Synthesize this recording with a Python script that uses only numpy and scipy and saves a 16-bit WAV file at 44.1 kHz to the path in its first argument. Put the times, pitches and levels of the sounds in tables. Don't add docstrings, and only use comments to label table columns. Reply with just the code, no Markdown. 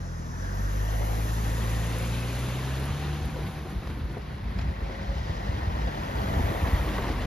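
import sys
import numpy as np
from scipy import signal
from scipy.fft import rfft, irfft, next_fast_len
from scipy.io import wavfile
from scipy.ndimage import map_coordinates

SR = 44100
rng = np.random.default_rng(int(sys.argv[2]) if len(sys.argv) > 2 else 0)


def bounce(signal):
    frames = np.transpose(np.atleast_2d(signal))
    limited = np.clip(frames, -1, 1)
    pcm = np.round(limited * 32767).astype(np.int16)
    wavfile.write(sys.argv[1], SR, pcm)


N = 320166


def from_db(db):
    return np.exp(np.asarray(db) * (np.log(10) / 20))


def rms_one(x):
    return x / np.sqrt(np.mean(x ** 2) + 1e-20)


def seconds():
    return np.arange(N) / SR


def in_time(rows):
    s, *columns = np.transpose(rows)
    return [np.interp(seconds(), s, c) for c in columns]


def within(rows, fade_s=0.24):
    first_s, last_s = rows[0][0], rows[-1][0]
    return np.interp(seconds(), [first_s - fade_s, first_s, last_s, last_s + fade_s], [0, 1, 1, 0])


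def at_hz(points, hz):
    f, *columns = np.transpose(points)
    return [np.interp(np.log(hz + 1e-3), np.log(f), c) for c in columns]


def coloured(x, spectrum):
    size = next_fast_len(N)
    level_db, = at_hz(spectrum, np.arange(size // 2 + 1) * SR / size)
    return rms_one(irfft(rfft(x, size) * from_db(level_db), size)[:N])


def butter(x, hz, kind, order=2):
    return signal.sosfilt(signal.butter(order, hz, kind, fs=SR, output="sos"), x)


def drift(rate):
    knots = rng.standard_normal(int(N / SR * 400) + 4)
    places = np.arange(0, N, 32) / SR * min(2 * rate, 400)
    wander = rms_one(map_coordinates(knots, [places], order=2, mode="mirror"))
    return wander.repeat(32)[:N]


def bell(x, centre, width):
    return np.exp(-((x - centre) / width) ** 2)


def resonance(noises, hz, width_hz):
    angle = 2 * np.pi * np.cumsum(hz + np.zeros(N)) / SR
    return rms_one(np.sum(butter(noises, width_hz / 2, "low") * [np.cos(angle), np.sin(angle)], axis=0))


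def add(track, s, sound):
    start = max(int(s * SR), 0)
    track[start:start + len(sound)] += sound[:N - start]


def drive(abreast_s, lane_m, speed, accel, top_speed):
    now = np.clip(speed + accel * (seconds() - abreast_s), .5, top_speed)
    start_m = -speed * abreast_s + accel * abreast_s ** 2 / 2
    return start_m + np.cumsum(now) / SR, lane_m, now / speed


def spreading_db(along_m, lane_m):
    return -20 * np.log10(np.hypot(along_m, lane_m) / lane_m)


def ahead(path):
    along_m, lane_m, _ = path
    return along_m / np.hypot(along_m, lane_m)


def bearing_of(path):
    along_m, lane_m, _ = path
    aim_rad = 0.374
    rear_rad = 1.643
    return np.minimum(np.arctan2(lane_m, along_m) - aim_rad, rear_rad)


def scattered(hz, frames):
    # f/Hz, level/dB
    tail_share = [(40, -10), (130, -22.5), (280, -10), (550, -6), (1200, -3.5), (1600, 0.5), (1950, -8),
                  (2800, -6), (4500, -6), (7000, 6.5), (8300, -60), (10000, 30), (11300, -23), (12500, -11),
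                  (13600, -19)]
    t60_s = 0.13
    keep = from_db(-120 * 256 / SR / t60_s)
    tail = np.sqrt(signal.lfilter([1 - keep], [1, -keep], np.abs(frames) ** 2))
    wet = from_db(at_hz(tail_share, hz)[0])[:, None]
    random_phase = np.exp(2j * np.pi * rng.random((2, *frames.shape)))
    return wet, np.sqrt(2) * wet * tail * random_phase


def microphones(x, bearing, treble_db=0):
    # f/Hz, phase lead for each rad of bearing, set phase lead/rad,
    # level/dB straight ahead, level/dB for a source on the left
    pair = [(20, 0, 0, 0, 0), (110, .12, .04, .5, .3), (250, .38, .15, 1.5, .8), (500, 1.0, .05, 1, 1.5),
            (800, 1.35, .15, 0, 3.5), (1100, 1.55, .1, -.5, 2.5), (1400, 1.9, .15, 0, -1),
            (1650, 2.0, -.3, 1, -1), (1850, .5, .1, 0, .8), (2500, .3, .45, .5, 3), (3500, .7, .6, 3, 4.5),
            (4600, .3, .7, 5, 4.5), (5600, 0, -.75, 1.5, 4), (6400, .3, -1.25, 0, 4),
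            (7200, .3, -2.2, 0, 1), (7900, 0, -3, 0, 0), (9000, 0, -3.3, 0, 0), (10000, 0, -4.7, 0, 0),
            (11000, 0, -6.2, 0, 0), (12800, 0, -6.35, 0, 0), (13500, 0, -7.2, 0, 0), (14400, 0, -9.3, 0, 0)]
    # f/Hz, share of treble_db
    shadow = [(1900, 0), (2600, 1.15), (4000, 1.0), (5800, 0.5), (7200, 1.86), (10000, 2), (14000, 2.5)]
    hz, s, frames = signal.stft(x, SR, nperseg=512)

    def per_frame(curve):
        return np.interp(s, seconds(), curve + np.zeros(N))

    lead, set_lead, front_db, left_db = (c[:, None] for c in at_hz(pair, hz))
    balance_db = front_db + (left_db - front_db) * np.sin(per_frame(bearing))
    phase = lead * per_frame(bearing) + set_lead
    frames = frames * from_db(at_hz(shadow, hz)[0][:, None] * per_frame(treble_db))
    left = frames * from_db(balance_db / 2)
    right = frames * from_db(-balance_db / 2) * np.exp(-1j * phase)
    direct = np.array([left, right]) / np.sqrt(np.cosh(balance_db * np.log(10) / 20))
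    wet, diffuse = scattered(hz, frames)
    return signal.istft((direct + diffuse) / np.sqrt(1 + wet ** 2), SR)[1][:, :N]


def open_air():
    # f/Hz, relative density level/dB per Hz
    colour = [(40, 0), (200, -18), (500, -35), (1000, 17), (2500, -1), (6000, -15), (14000, -133)]
    return from_db(-58.5) * np.array([coloured(noise, colour) for noise in rng.standard_normal((2, N))])


def rumble(rolling, rolling_db, lumpy_db):
    # middle t/s, length/s, level/dB
    stretches = [(2.85, 0.95, -41), (3.376, 0.42, -34), (4.103, 0.7, -34), (4.595, 0.23, -31.5),
                 (5.34, 0.77, -38), (6.47, 0.47, -30)]
    # f/Hz, relative density level/dB per Hz
    colour = [(20, -63), (32, -11), (45, -3), (60, 6), (80, 1), (110, -2), (160, -6.5), (230, -12.5),
              (320, -18.5), (600, -74)]
    swells = sum(from_db(db) ** 2 * bell(seconds(), s, length_s / 2) for s, length_s, db in stretches)
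    level = np.sqrt((from_db(rolling_db) * rolling) ** 2 + swells)
    shaking = coloured(rng.standard_normal(N), colour) * from_db(lumpy_db * drift(14))
    return level * rms_one(shaking)


def thumps(rise_cycles, gain_db):
    # t/s, level/dB before gain_db, f/Hz
    drops = [(2.895, -15.5, 76), (3.248, -23, 76), (3.755, -16, 60.2), (4.032, -21.5, 70.5),
             (4.578, -20, 87), (4.639, -18, 60.7), (4.671, -18.5, 65), (4.814, -17.5, 62), (5.005, -21, 55),
             (5.151, -17, 62.6), (5.293, -13, 72.6), (5.487, -14.5, 97), (5.564, -16.5, 93),
             (5.668, -12.5, 76), (6.298, -21, 87), (6.357, -15, 71.4), (6.395, -11.5, 69.5),
             (6.433, -11.5, 73), (6.497, -17, 100), (6.620, -9, 71), (6.725, -8, 65), (7.007, -15, 53.6),
             (7.091, -18, 92)]
    cavity_hz, cavity_t60_s, cavity_db = 191, 0.041, -12.5
    out, t = np.zeros(N), np.arange(SR // 8) / SR
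    for s, db, hz in drops:
        age = t * hz / rise_cycles
        swing = -(age * np.exp(1 - age)) ** 3 * np.sin(2 * np.pi * hz * t)
        ring_hz = cavity_hz * rng.uniform(0.74, 1.21)
        cavity = from_db(cavity_db - 60 * t / cavity_t60_s) * np.sin(2 * np.pi * ring_hz * t)
        add(out, s, from_db(db + gain_db) * swing)
        add(out, s + .5 / hz, from_db(db + gain_db) * cavity)
    return out


def knocks():
    # t/s, level/dB, f/Hz, t60/s, crack against the ring (0-1)
    blows = [(1.947, -32, 264, .053, .7), (3.360, -32, 500, .11, .4), (3.388, -34, 400, .08, .7),
             (3.417, -36, 350, .07, .8), (3.652, -32, 363, .07, .6), (3.722, -33, 290, .06, .4),
             (3.872, -33, 520, .04, .9), (3.899, -38, 480, .06, .8), (3.972, -32, 260, .06, .4),
             (4.099, -36, 340, .07, .6), (4.169, -30.5, 420, .07, .45), (4.588, -31, 700, .045, .7),
             (4.895, -35, 363, .07, .8), (6.19, -30, 440, .06, .8), (6.394, -22, 235, .07, .5),
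             (6.513, -26, 330, .07, .7), (6.664, -26, 250, .07, .5), (6.981, -25, 1100, .04, 1),
             (6.986, -27, 400, .05, .8), (7.098, -28, 310, .07, .5), (7.116, -26, 300, .06, .3)]
    out, t = np.zeros(N), np.arange(SR // 4) / SR
    for s, db, hz, t60, crack in blows:
        slap = butter(rng.standard_normal(len(t)), [hz / 2, hz * 2], "band", order=1)
        slap = rms_one(butter(slap, hz * 2, "low"))
        add(out, s, from_db(db - 60 * t / t60) * (np.sin(2 * np.pi * hz * t) + crack * slap))
    return out


def grit(t60):
    # t/s, level/dB
    stones = [(3.873, -43), (3.8986, -44), (4.0961, -48), (4.219, -47), (4.588, -37.5), (4.6134, -40),
              (6.8867, -43), (7.118, -43)]
    out, t = np.zeros(N), np.arange(SR // 10) / SR
    for s, db in stones:
        snap = butter(rng.standard_normal(len(t)), [1500, 5500], "band", order=1)
        snap = rms_one(butter(snap, 4600, "low"))
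        add(out, s, from_db(db - 60 * t / t60) * snap)
    return out


def whine(flutter_db, wobble):
    # t/s, f/Hz, level/dB
    spells = [
        [(1.62, 494, -52), (1.85, 516, -44), (2.1, 522, -46)],
        [(2.5, 2670, -58), (2.9, 2860, -61)],
        [(2.95, 761, -55), (3.07, 775, -52), (3.22, 757, -47.5), (3.36, 775, -59), (3.47, 780, -51),
         (3.65, 771, -56), (3.8, 769.5, -59)],
        [(4.7, 547.3, -55), (4.9, 543, -51), (5.2, 552, -56)],
        [(6.2, 650.4, -46), (6.4, 660, -41), (6.7, 666, -64)],
    ]
    out = np.zeros(N)
    for curve in spells:
        hz, db = in_time(curve)
        pitch = hz * (1 + wobble * drift(25))
        level = from_db(db + flutter_db * drift(8.3))
        out += level * np.sin(2 * np.pi * np.cumsum(pitch) / SR) * within(curve, fade_s=0.086)
    return np.sqrt(2) * out


def roar_swells(lumpy_db):
    bands = [(0.453, 0.73, 215, 0.44, -47), (.55, .8, 950, 0.86, -48.5), (.5, 1.2, 5870, 0.4, -56.5),
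             (.95, 0.47, 2882, .2, -56), (1.024, 0.41, 674, 0.79, -39.5), (1.2, 1.2, 11500, 0.39, -52.5),
             (1.497, 0.7, 980, 0.55, -47), (1.825, 0.16, 630, 0.76, -44.5), (2.3, 4.9, 11300, 0.16, -66),
             (2.701, 0.41, 1650, .4, -49), (2.866, 0.07, 745, 1.1, -43), (3.0, 1.1, 3000, 1.0, -53.5),
             (3.47, 0.32, 9500, .8, -60), (3.9, 0.19, 9020, 1.0, -65), (4.852, 1, 2000, 0.34, -54),
             (5.7, 1.2, 1875, .22, -50), (4.904, 0.74, 726, 0.78, -49), (5.364, 0.97, 3750, 1.03, -53.5),
             (5.7, 1.2, 834, 0.74, -44), (5.8, 1.3, 12200, .4, -73), (6.398, 0.7, 766, 0.93, -40),
             (6.85, 1.1, 1960, 0.4, -47.5), (7.053, 0.64, 1050, .35, -46), (7.05, 0.66, 278, 0.95, -41)]
    out = np.zeros(N)
    for s, length_s, hz, octaves, db in bands:
        edges = np.minimum(hz * 2 ** (np.array([-.5, .5]) * octaves), .45 * SR)
        level = from_db(db + lumpy_db * drift(18)) * bell(seconds(), s, length_s / 2)
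        out += level * rms_one(butter(rng.standard_normal(N), edges, "band"))
    return out


def firings(engine):
    return np.cumsum(in_time(engine)[0] * (1 + 0.00807 * drift(15))) / SR


def exhaust(engine, path, turns, orders, tone_db, octave_db, lines_db, rough_db, boom_db=0, pipe_db=0):
    boom_hz, boom_width_hz = 51.45, 5.2
    pipe_hz, pipe_width_hz = 150, 59
    muffle_db_per_octave = 7
    uneven_db = 0.8
    tailpipe_m = 1.96
    hz, throttle_db = in_time(engine)
    along_m, lane_m, _ = path
    angle = 2 * np.pi * turns
    tone = from_db(tone_db + boom_db * bell(hz, boom_hz, boom_width_hz)) * np.cos(angle)
    low_tones = tone - from_db(octave_db) * np.sin(2 * angle)
    lines = np.zeros(N)
    for k, db in orders:
        swell_db = pipe_db * bell(k * hz, pipe_hz, pipe_width_hz)
        level = from_db(db + swell_db + rough_db * drift(5.5))
        lines += level * np.cos(round(2 * k) / 2 * angle + rng.uniform(0, 2 * np.pi))
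    lines_gain = from_db(lines_db - muffle_db_per_octave * np.log2(hz / boom_hz))
    pulses = from_db(throttle_db + uneven_db * drift(25)) * low_tones + lines_gain * lines
    distance_gain = from_db(spreading_db(along_m - tailpipe_m, lane_m))
    return -np.sqrt(2) * pulses * distance_gain * within(engine)


def oncoming_car():
    # t/s, firing rate f/Hz, throttle level/dB
    engine = [(3.8, 47.73, -5), (4.4, 50.05, 1), (5.4, 48.55, 6), (6.0, 49.43, -2), (7.26, 48.13, 6.5)]
    # multiple of the firing rate, level/dB
    orders = [(3, -2), (4, -3.5)]
    path = drive(abreast_s=9.5, lane_m=6.05, speed=6.3, accel=0.8, top_speed=8.0)
    return exhaust(engine, path, firings(engine), orders,
                   tone_db=-30.5, octave_db=-41, lines_db=-38.0, rough_db=5.0)


def engine_bay(turns, colour, clatter_db, burst_share):
    strength = from_db(1.3 * rng.standard_normal(1000)[turns.astype(int)])
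    bursts = rng.standard_normal((2, N)) * strength * np.exp(-(turns % 1) / burst_share)
    rush = rms_one(butter(coloured(rng.standard_normal(N), colour), 135, "high", order=3))
    return rush + from_db(clatter_db) * resonance(bursts, hz=1865, width_hz=250)


def bay_gain(engine, path, level_db, throttle_share, grille_db):
    bonnet_m, flank_m = 0.39, 0.43
    _, throttle_db = in_time(engine)
    along_m, lane_m, _ = path
    near_db = spreading_db(along_m + bonnet_m, lane_m - flank_m)
    return from_db(level_db + throttle_share * throttle_db + near_db - grille_db * ahead(path)) * within(engine)


def tyres(colour, grain_db, patchy_db, crackle_db):
    impacts = rng.standard_normal(N) * from_db(grain_db * drift(170) + patchy_db * drift(12))
    roar = rms_one(butter(coloured(impacts, colour), 152, "high", order=3))
    struck = rng.random(N) < 200 * from_db(5 * drift(7)) / SR
    grains = struck * np.minimum(rng.exponential(1, N), 2)
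    decay = np.exp(-1 / (0.0026 * SR))
    snaps = signal.lfilter([1], [1, -decay], grains + 1e-18) * rng.standard_normal(N)
    return roar + from_db(crackle_db) * rms_one(butter(snaps, [7000, 12000], "band"))


def tyre_gain(path, level_db, horn_db):
    along_m, lane_m, pace = path
    speed_db = 7.5 * np.log2(pace)
    return from_db(level_db + speed_db + spreading_db(along_m, lane_m) + horn_db * ahead(path) ** 2)


def hedge_echo(x, bearing, delay_s, sweep_s, echo_db):
    late = np.interp(seconds() - delay_s - sweep_s * bearing, seconds(), x)
    return (x + from_db(echo_db) * late) / np.sqrt(1 + from_db(echo_db) ** 2)


def car(path, hum, roar, bright_db, bared_db, dulling):
    along_m, lane_m, _ = path
    bearing = bearing_of(path)
    treble_db = bright_db + bared_db * ahead(path) + dulling * spreading_db(along_m, lane_m)
    echoed = hedge_echo(roar, np.sin(bearing), delay_s=.006, sweep_s=.004, echo_db=-15.5)
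    return microphones(hum + echoed, bearing, treble_db)


def second_car(path):
    # t/s, firing rate f/Hz, throttle level/dB
    engine = [(4.6, 58.73, -3.5), (5.9, 60.4, -5.5), (6.25, 60.9, -1), (6.85, 61.88, 1), (7.26, 63.1, -4.5)]
    # multiple of the firing rate, level/dB
    orders = [(2.5, -12), (3, -26.5), (4, -15.5), (5, -19)]
    # f/Hz, relative density level/dB per Hz
    bay_colour = [(200, -11.5), (330, -10.5), (520, -6.5), (800, -9.5), (1250, -11), (1850, -22),
                  (2400, -23), (3500, -21.5), (4600, -41), (6200, -28.5), (8500, -30.5), (11000, -27.5),
                  (12500, -26), (14500, -25.5)]
    tyre_colour = [(200, 0.5), (350, -4.5), (600, -1.5), (1000, -4), (1250, -12.5), (1550, -6.5),
                   (2000, -11), (2900, -11.5), (4200, -15.5), (6000, -24.5), (8000, -24), (11000, -30),
                   (12500, -76), (14500, -55)]
    turns = firings(engine)
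    hum = exhaust(engine, path, turns, orders, tone_db=-34.0, octave_db=-43.5, lines_db=-39.5, rough_db=9.0)
    bay = bay_gain(engine, path, level_db=-34.5, throttle_share=0.81, grille_db=0.5)
    bay = bay * engine_bay(turns, bay_colour, clatter_db=-11.5, burst_share=0.25)
    rolling = tyre_gain(path, level_db=-36.5, horn_db=6.5) * within(engine, fade_s=1.0)
    tread = rolling * tyres(tyre_colour, grain_db=1.67, patchy_db=0.5, crackle_db=-45.0)
    return car(path, hum, bay + tread, bright_db=-3.0, bared_db=1.44, dulling=-0.015), rolling


def intake(engine, turns, throb):
    _, throttle_db = in_time(engine)
    gulps = rng.standard_normal(N) * (1 + throb * np.cos(2 * np.pi * turns))
    level_db = -16.5 + 3.1 * throttle_db
    return from_db(level_db) * rms_one(butter(gulps, [590, 1100], "band"))


def rasp(turns, throb):
    # t/s, centre f/Hz, level/dB before the throb
    glides = [
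        [(.38, 1620, -48.5), (.75, 1679, -48.5), (1.03, 2020, -50.5), (1.22, 2400, -58)],
        [(1.25, 1790, -52), (1.55, 1770, -50), (1.82, 1900, -47.5), (2.02, 2250, -58), (2.25, 2580, -56)],
    ]
    out = np.zeros(N)
    for curve in glides:
        hz, db = in_time(curve)
        band = resonance(rng.standard_normal((2, N)), hz, width_hz=250)
        out += from_db(db) * band * within(curve, fade_s=0.11)
    return out * (1 + throb * np.cos(2 * np.pi * turns))


def first_car(path):
    # t/s, firing rate f/Hz, throttle level/dB
    engine = [(0, 43.9, -1), (.11, 42.9, -3), (.19, 39.5, -3.5), (.3, 40.45, -6), (.41, 45.72, -1.5),
              (.9, 52.97, -0.8), (1.8, 55.7, -2.5), (2.25, 58.87, -2), (2.65, 64.5, 0), (3.06, 73.17, 1),
              (3.6, 74.83, -4), (4.3, 61.2, -7.5)]
    # multiple of the firing rate, level/dB
    orders = [(1.5, -8.5), (2.5, -24.5), (3, -11.5), (3.5, -24), (4, -11), (4.5, -25), (5, -23), (6, -20),
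              (9, -25)]
    # f/Hz, relative density level/dB per Hz
    bay_colour = [(200, -7), (330, -11), (520, -4), (800, -11), (1250, -10), (1850, -13), (2400, -30.5),
                  (3500, -23), (4600, -25.5), (6200, -20), (8500, -29), (11000, -29), (12500, -43.5),
                  (14500, -31.5)]
    tyre_colour = [(200, 0), (350, -4), (600, -10.5), (1000, -10), (1250, -14), (1550, -13), (2000, -14.5),
                   (2900, -19), (4200, -21.5), (6000, -33), (8000, -51), (11000, -34), (12500, -45),
                   (14500, -37)]
    turns = firings(engine)
    along_m, lane_m, _ = path
    hum = exhaust(engine, path, turns, orders, tone_db=-32.0, octave_db=-30.0, lines_db=-37.5,
                  rough_db=1.5, boom_db=8.5, pipe_db=8.5)
    bay = engine_bay(turns, bay_colour, clatter_db=-19, burst_share=0.18) + intake(engine, turns, throb=0.31)
    bay = bay * bay_gain(engine, path, level_db=-39.0, throttle_share=0.97, grille_db=-1.5)
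    rolling = tyre_gain(path, level_db=-40.5, horn_db=3.5)
    sand_db = -22.5 + .25 * spreading_db(along_m, lane_m)
    tread = rolling * tyres(tyre_colour, grain_db=0.5, patchy_db=0.82, crackle_db=sand_db)
    roar = bay + tread + rasp(turns, throb=0.58)
    return car(path, hum, roar, bright_db=2.0, bared_db=4.5, dulling=0.67), rolling


def scene():
    first_path = drive(abreast_s=1.4, lane_m=4.14, speed=3.74, accel=1.53, top_speed=6)
    second_path = drive(abreast_s=6.54, lane_m=2.75, speed=5.85, accel=0.067, top_speed=7.5)
    first, first_rolling = first_car(first_path)
    second, second_rolling = second_car(second_path)
    thuds = butter(thumps(rise_cycles=0.75, gain_db=-3.5), 37, "high")
    rolling = np.hypot(from_db(-7.5) * first_rolling, second_rolling)
    shaking = rumble(rolling, rolling_db=3.0, lumpy_db=2.0)
    clacks = knocks() + grit(t60=.04)
    gears = whine(flutter_db=4, wobble=0.011)
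    louder = np.where(first_rolling > second_rolling, bearing_of(first_path), bearing_of(second_path))
    swells = microphones(roar_swells(lumpy_db=1.4), louder)
    crossing = microphones(shaking + thuds + clacks + gears + oncoming_car(), bearing=.2)
    return first + second + swells + crossing + open_air()


def record(dry):
    ends = np.interp(seconds(), [0, .003, N / SR - .006, N / SR], [0, 1, 1, 0])
    top_cut = signal.ellip(10, .2, 80, 14500, fs=SR, output="sos")
    return signal.sosfilt(top_cut, ends * butter(dry, 26, "high", order=3))


dry = scene()
out = record(dry)
bounce(out)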